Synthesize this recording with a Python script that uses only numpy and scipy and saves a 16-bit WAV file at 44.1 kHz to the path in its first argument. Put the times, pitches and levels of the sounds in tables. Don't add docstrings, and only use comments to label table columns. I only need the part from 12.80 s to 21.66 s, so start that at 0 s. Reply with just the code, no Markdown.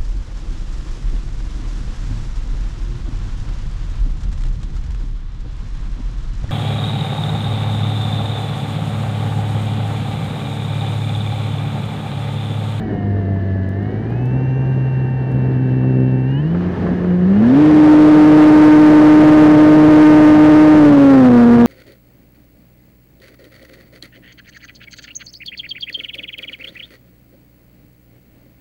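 import sys
import numpy as np
from scipy import signal
from scipy.fft import rfft, irfft, next_fast_len
from scipy.io import wavfile
from scipy.ndimage import uniform_filter1d

SR = 44100
rng = np.random.default_rng(int(sys.argv[2]) if len(sys.argv) > 2 else 0)


def store_pcm(level_fs):
    pcm = np.round(np.clip(level_fs, -1, 1) * 32767).astype(np.int16)
    wavfile.write(sys.argv[1], SR, np.atleast_2d(pcm).T)


N = 390726

# time_s, blade_pass_hz
THROTTLE = [(0, 109.3), (.15, 102.5), (.45, 97.8), (.9, 94.5), (1.1, 105.9), (1.23, 109.8), (1.37, 122),
            (1.58, 130), (1.88, 131.3), (2.3, 130.1), (2.82, 128.2), (3.44, 128.4), (3.56, 137.5),
            (3.7, 165), (3.79, 178.3), (4.43, 179), (4.6, 211), (4.82, 305.3), (5.6, 304.4), (7.96, 303.9),
            (8.2, 278), (8.32, 272.5), (8.5, 245), (8.64, 237.5), (8.86, 236.7)]
# time_s, thump_db, sharpness (-1..1, sign = side that peaks), mismatch_db
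BLADE_PULSES = [(0, -21, 0.39, -19), (.3, -12, 0.23, -18), (.85, -13.5, 0.3, -22), (1.15, -19, 0.43, -9),
                (1.5, -12.5, -0.16, -27), (2.2, -11, -.07, -21.5), (2.45, -15.5, 0.014, -27),
                (2.55, -11.5, -0.19, -19), (3.2, -9.5, -0.38, -12.5), (3.6, -12.5, -0.18, -16),
                (3.76, -13.5, -0.16, -33), (3.97, -21.5, -0.14, -37), (4.08, -16, -0.02, -39),
                (4.23, -16.5, -0.27, -37), (4.3, -10.5, -0.17, -40.5), (4.65, -7, -0.064, -20),
                (5.1, -3, 0.11, -33.5), (5.8, -1.5, 0.22, -32.5), (6.3, -3, 0.25, -32),
                (7.9, -3, 0.27, -33.5), (8.86, -3.5, .33, -20)]
# time_s, lean_rad
PULSE_LEAN = [(0, 0), (7.9, 0.5), (8.35, -2.5), (8.86, -2.5)]
# blade_pass_hz, buffet_db, airframe_hiss_db, rush_db, shaft_wobble_db
LEVELS_BY_SPEED = [(96.5, -22.5, -46, -55, -32), (111, -22.5, -43, -52, -28.5),
                   (131.7, -22, -45.5, -51, -30), (142, -24, -44, -53, -29),
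                   (178.3, -19.5, -42.5, -40, -23.5), (232, -13, -41, -32, -17.5),
                   (304.6, -13.5, -40, -25, -15)]
# time_s, level_db
ROUGH_AIR = [(0, 2.5), (.45, 1.5), (.9, -1.5), (1.2, 1.5), (2.45, -1), (2.55, 1), (3.6, -1.5), (3.75, -1.5),
             (4.03, 3), (4.3, -1.2), (4.8, -0.4), (6, 0.53), (8.86, -0.9)]
# frequency_hz, density_db (per Hz)
BUFFET_SPECTRUM = [(20, -9), (60, 2), (120, 0), (250, -4), (420, -9.5), (600, -21.5), (900, -26),
                   (1500, -40.5), (3000, -55.5), (6000, -76), (16000, -91.5)]
# centre_hz, width_hz, relative_db
AIRFRAME_MODES = [(800, 380, -1.5), (1296, 210, -2), (1707, 390, 10.5), (2300, 67, -9.5), (2860, 380, -4),
                  (3030, 180, -5.5), (3800, 1700, -12), (6100, 400, -24.5)]
# blade_rate_multiple, level_db
MOTOR_FORCES = [(6, -50), (6.5, -58), (7, -46), (9, -62), (12, -58), (14, -63), (16, -78), (18, -59),
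                (21, -56), (24, -75), (28, -73)]
# frequency_hz, gain_db
MOUNT_GAIN = [(600, 0), (690, 9), (900, 0), (1250, -4), (1550, 5), (1700, 13), (1850, 12), (2000, 3),
              (2350, 1), (2750, 9), (2920, 15), (3080, 8), (3200, -14), (3600, -30)]
# blade_pass_hz, gain_db
WHINE_GAIN_BY_SPEED = [(95, 1.5), (115, -1), (130, 1), (142, 2.5), (165, -5), (180, -3), (205, -2),
                       (240, -7), (305, -1.5)]
# start_s, level_db
CLEAR_TICKS = [(.5447, -37), (.8914, -29), (1.0296, -37), (1.3039, -35), (1.4571, -30), (2.3027, -40),
               (2.5182, -33)]
# start_s, level_db
PORT_SLAPS = [(2.52, -28), (3.009, -22), (3.033, -24), (3.746, -13), (3.808, -19), (3.935, -17),
              (4.066, -12), (4.243, -14), (4.302, -16), (4.48, -19)]

INERTIA_S, HUNT_SHARE, HUNT_RATE_HZ = .05, .003, 6
DOUBLET_RAD = 1.6
FAST_HZ, EDDY_SHRINK = 297, 1.61
RUSH_PER_GUST = 1.2
SWITCHING_HZ, SWITCHING_DB = 11530, -89
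TICK_DECAY_S = .00003
FAINT_TICKS, FAINT_TICK_DB, FAINT_SPREAD_DB = 40, -46, 3
SHIMMER_HZ, SHIMMER_WIDTH_HZ, SHIMMER_DB = 6000, 250, -72.5
SHIMMER_MIDDLE_S, SHIMMER_HALF_S = 1.75, .42
VENT_HZ, MIC_HZ, COUPLING_HZ, RUMBLE_HZ = 25.7, 13100, 147, 30
OVERLOAD_TOP, OVERLOAD_BOTTOM, CEILING = 0.89, 0.75, .705
HISS_DB, GAIN_DB = -76, -0.26
NOTCH_HZ, NOTCH_Q, TOP_HZ = 7700, 30, 15800


def undb(db):
    return 10 ** (np.asarray(db) / 20)


def curves(rows):
    time_s, *columns = np.transpose(rows)
    return [np.interp(np.arange(N) / SR, time_s, column) for column in columns]


def unit(x):
    return x / np.sqrt(np.mean(x ** 2))


def coloured(gain_of_hz):
    size = next_fast_len(N)
    hz = np.arange(size // 2 + 1) * SR / size + 1e-3
    spectrum = rfft(rng.standard_normal(size)) * gain_of_hz(hz)
    return unit(irfft(spectrum, size)[:N])


def walk(rate_hz):
    hold = int(SR / rate_hz)
    steps = np.repeat(rng.standard_normal(N // hold + 1), hold)
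    slewed = uniform_filter1d(uniform_filter1d(steps, hold), hold)
    return unit(slewed[:N])


def bursts(rows, decay_s, sound):
    start_s, level_db = np.transpose(rows)
    gate = np.zeros(N)
    gate[(start_s * SR).astype(int)] = undb(level_db)
    envelope = signal.lfilter([1], [1, -np.exp(-1 / (decay_s * SR))], gate)
    return envelope * sound


def speed():
    throttle_hz, = curves(THROTTLE)
    smooth_hz = uniform_filter1d(throttle_hz, int(INERTIA_S * SR), mode="nearest")
    return smooth_hz * (1 + HUNT_SHARE * (throttle_hz / FAST_HZ) ** 2 * walk(HUNT_RATE_HZ))


def propeller(turn, sharp, mismatch_db, lean):
    shaken = turn + 0.12 * walk(60)
    mismatch = undb(mismatch_db)
    bite = 1 + mismatch * np.cos(turn / 2)
    phase = shaken + mismatch * np.sin(turn / 2)
    pulse = sum(sharp ** k * np.cos((k + 1) * phase + k * (DOUBLET_RAD + lean)) for k in range(6))
    return np.sqrt(2) * pulse * bite * undb(0.64 * walk(70))


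def buffet(turn, blade_hz, level_db):
    hz, density_db = np.transpose(BUFFET_SPECTRUM)

    def eddies(shift):
        return coloured(lambda f: undb(np.interp(np.log(f / shift), np.log(hz), density_db)))

    slow, fast = eddies(1), eddies(EDDY_SHRINK)
    share = np.clip(blade_hz / FAST_HZ, 0, 1) ** 3
    mixed = np.sqrt(1 - share) * slow + np.sqrt(share) * fast
    return mixed * undb(level_db + 0.7 * walk(25)) * (1 + 0.25 * np.cos(turn))


def frame_gain(hz):
    power = 0
    for centre_hz, width_hz, db in AIRFRAME_MODES:
        detuning = (hz - centre_hz) * (hz + centre_hz) / (hz * width_hz)
        power = power + (undb(db) / (1 + detuning ** 2)) ** 2
    return np.sqrt(power)


def airframe_hiss(turn, level_db):
    return coloured(frame_gain) * undb(level_db + 1.0 * walk(40)) * (1 + 0.17 * np.cos(turn))


def rush(level_db):
    noise = coloured(lambda f: f / (f + 500) / (1 + (f / 1300) ** 2) ** 1.36)
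    return noise * undb(level_db + 0.43 * walk(90))


def shaft(turn, wobble_db):
    level = undb(wobble_db + 1.2 * walk(30))
    return np.sqrt(2) * level * np.sin(turn / 2 + .3 * walk(30))


def motor(turn, blade_hz):
    mount_hz, mount_db = np.transpose(MOUNT_GAIN)
    whine = np.zeros(N)
    for multiple, force_db in MOTOR_FORCES:
        passed_db = np.interp(np.log(multiple * blade_hz), np.log(mount_hz), mount_db)
        level = undb(force_db + passed_db + 1.0 * walk(7))
        whine += np.sqrt(2) * np.sin(multiple * turn) * level
    return whine


def controller():
    tone = np.sqrt(2) * np.sin(2 * np.pi * SWITCHING_HZ * np.arange(N) / SR)
    return undb(SWITCHING_DB + 2.5 * walk(8)) * tone


def ticks():
    chance = rng.random((FAINT_TICKS, 2))
    start_s = chance[:, 0] * (N - 1) / SR
    level_db = FAINT_TICK_DB + FAINT_SPREAD_DB * (2 * chance[:, 1] - 1)
    return bursts(np.r_[CLEAR_TICKS, np.c_[start_s, level_db]], TICK_DECAY_S, 0.97)


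def shimmer():
    offset = (np.arange(N) / SR - SHIMMER_MIDDLE_S) / SHIMMER_HALF_S
    noise = coloured(lambda f: 1 / (1 + ((f - SHIMMER_HZ) / SHIMMER_WIDTH_HZ) ** 2))
    return undb(SHIMMER_DB) * np.exp(-offset ** 4) * noise


def slaps():
    noise = bursts(PORT_SLAPS, 0.011, rng.standard_normal(N))
    return signal.lfilter(*signal.butter(3, (250, 1400), "band", fs=SR), noise)


def scene():
    blade_hz = speed()
    turn = 2 * np.pi * np.cumsum(blade_hz) / SR
    thump_db, sharp, mismatch_db = curves(BLADE_PULSES)
    lean, = curves(PULSE_LEAN)
    gust_db, = curves(ROUGH_AIR)
    law_hz, *laws = np.transpose(LEVELS_BY_SPEED)
    buffet_db, hiss_db, rush_db, wobble_db = (np.interp(np.log(blade_hz), np.log(law_hz), db) for db in laws)
    whine_db = np.interp(blade_hz, *np.transpose(WHINE_GAIN_BY_SPEED))
    mix = undb(thump_db) * propeller(turn, sharp, mismatch_db, lean)
    mix = mix + buffet(turn, blade_hz, buffet_db + gust_db)
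    mix = mix + airframe_hiss(turn, hiss_db)
    mix = mix + rush(rush_db + RUSH_PER_GUST * gust_db)
    mix = mix + shaft(turn, wobble_db)
    mix = mix + undb(whine_db) * motor(turn, blade_hz)
    mix = mix + controller() + shimmer() + slaps()
    return mix[None]


def record(dry):
    wave = signal.lfilter(*signal.butter(1, VENT_HZ, "high", fs=SR), dry)
    wave = np.clip(wave, -OVERLOAD_BOTTOM, OVERLOAD_TOP)
    wave = signal.lfilter(*signal.butter(1, MIC_HZ, fs=SR), wave)
    wave = wave + ticks() + undb(HISS_DB) * rng.standard_normal(N)
    wave = signal.lfilter(*signal.iirnotch(NOTCH_HZ, NOTCH_Q, fs=SR), wave)
    for cutoff_hz in (COUPLING_HZ, RUMBLE_HZ):
        wave = signal.lfilter(*signal.butter(1, cutoff_hz, "high", fs=SR), wave)
    wave = np.clip(undb(GAIN_DB) * wave, -CEILING, CEILING)
    return signal.sosfilt(signal.ellip(8, .2, 70, TOP_HZ, fs=SR, output="sos"), wave)


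dry = scene()
out = record(dry)
store_pcm(out)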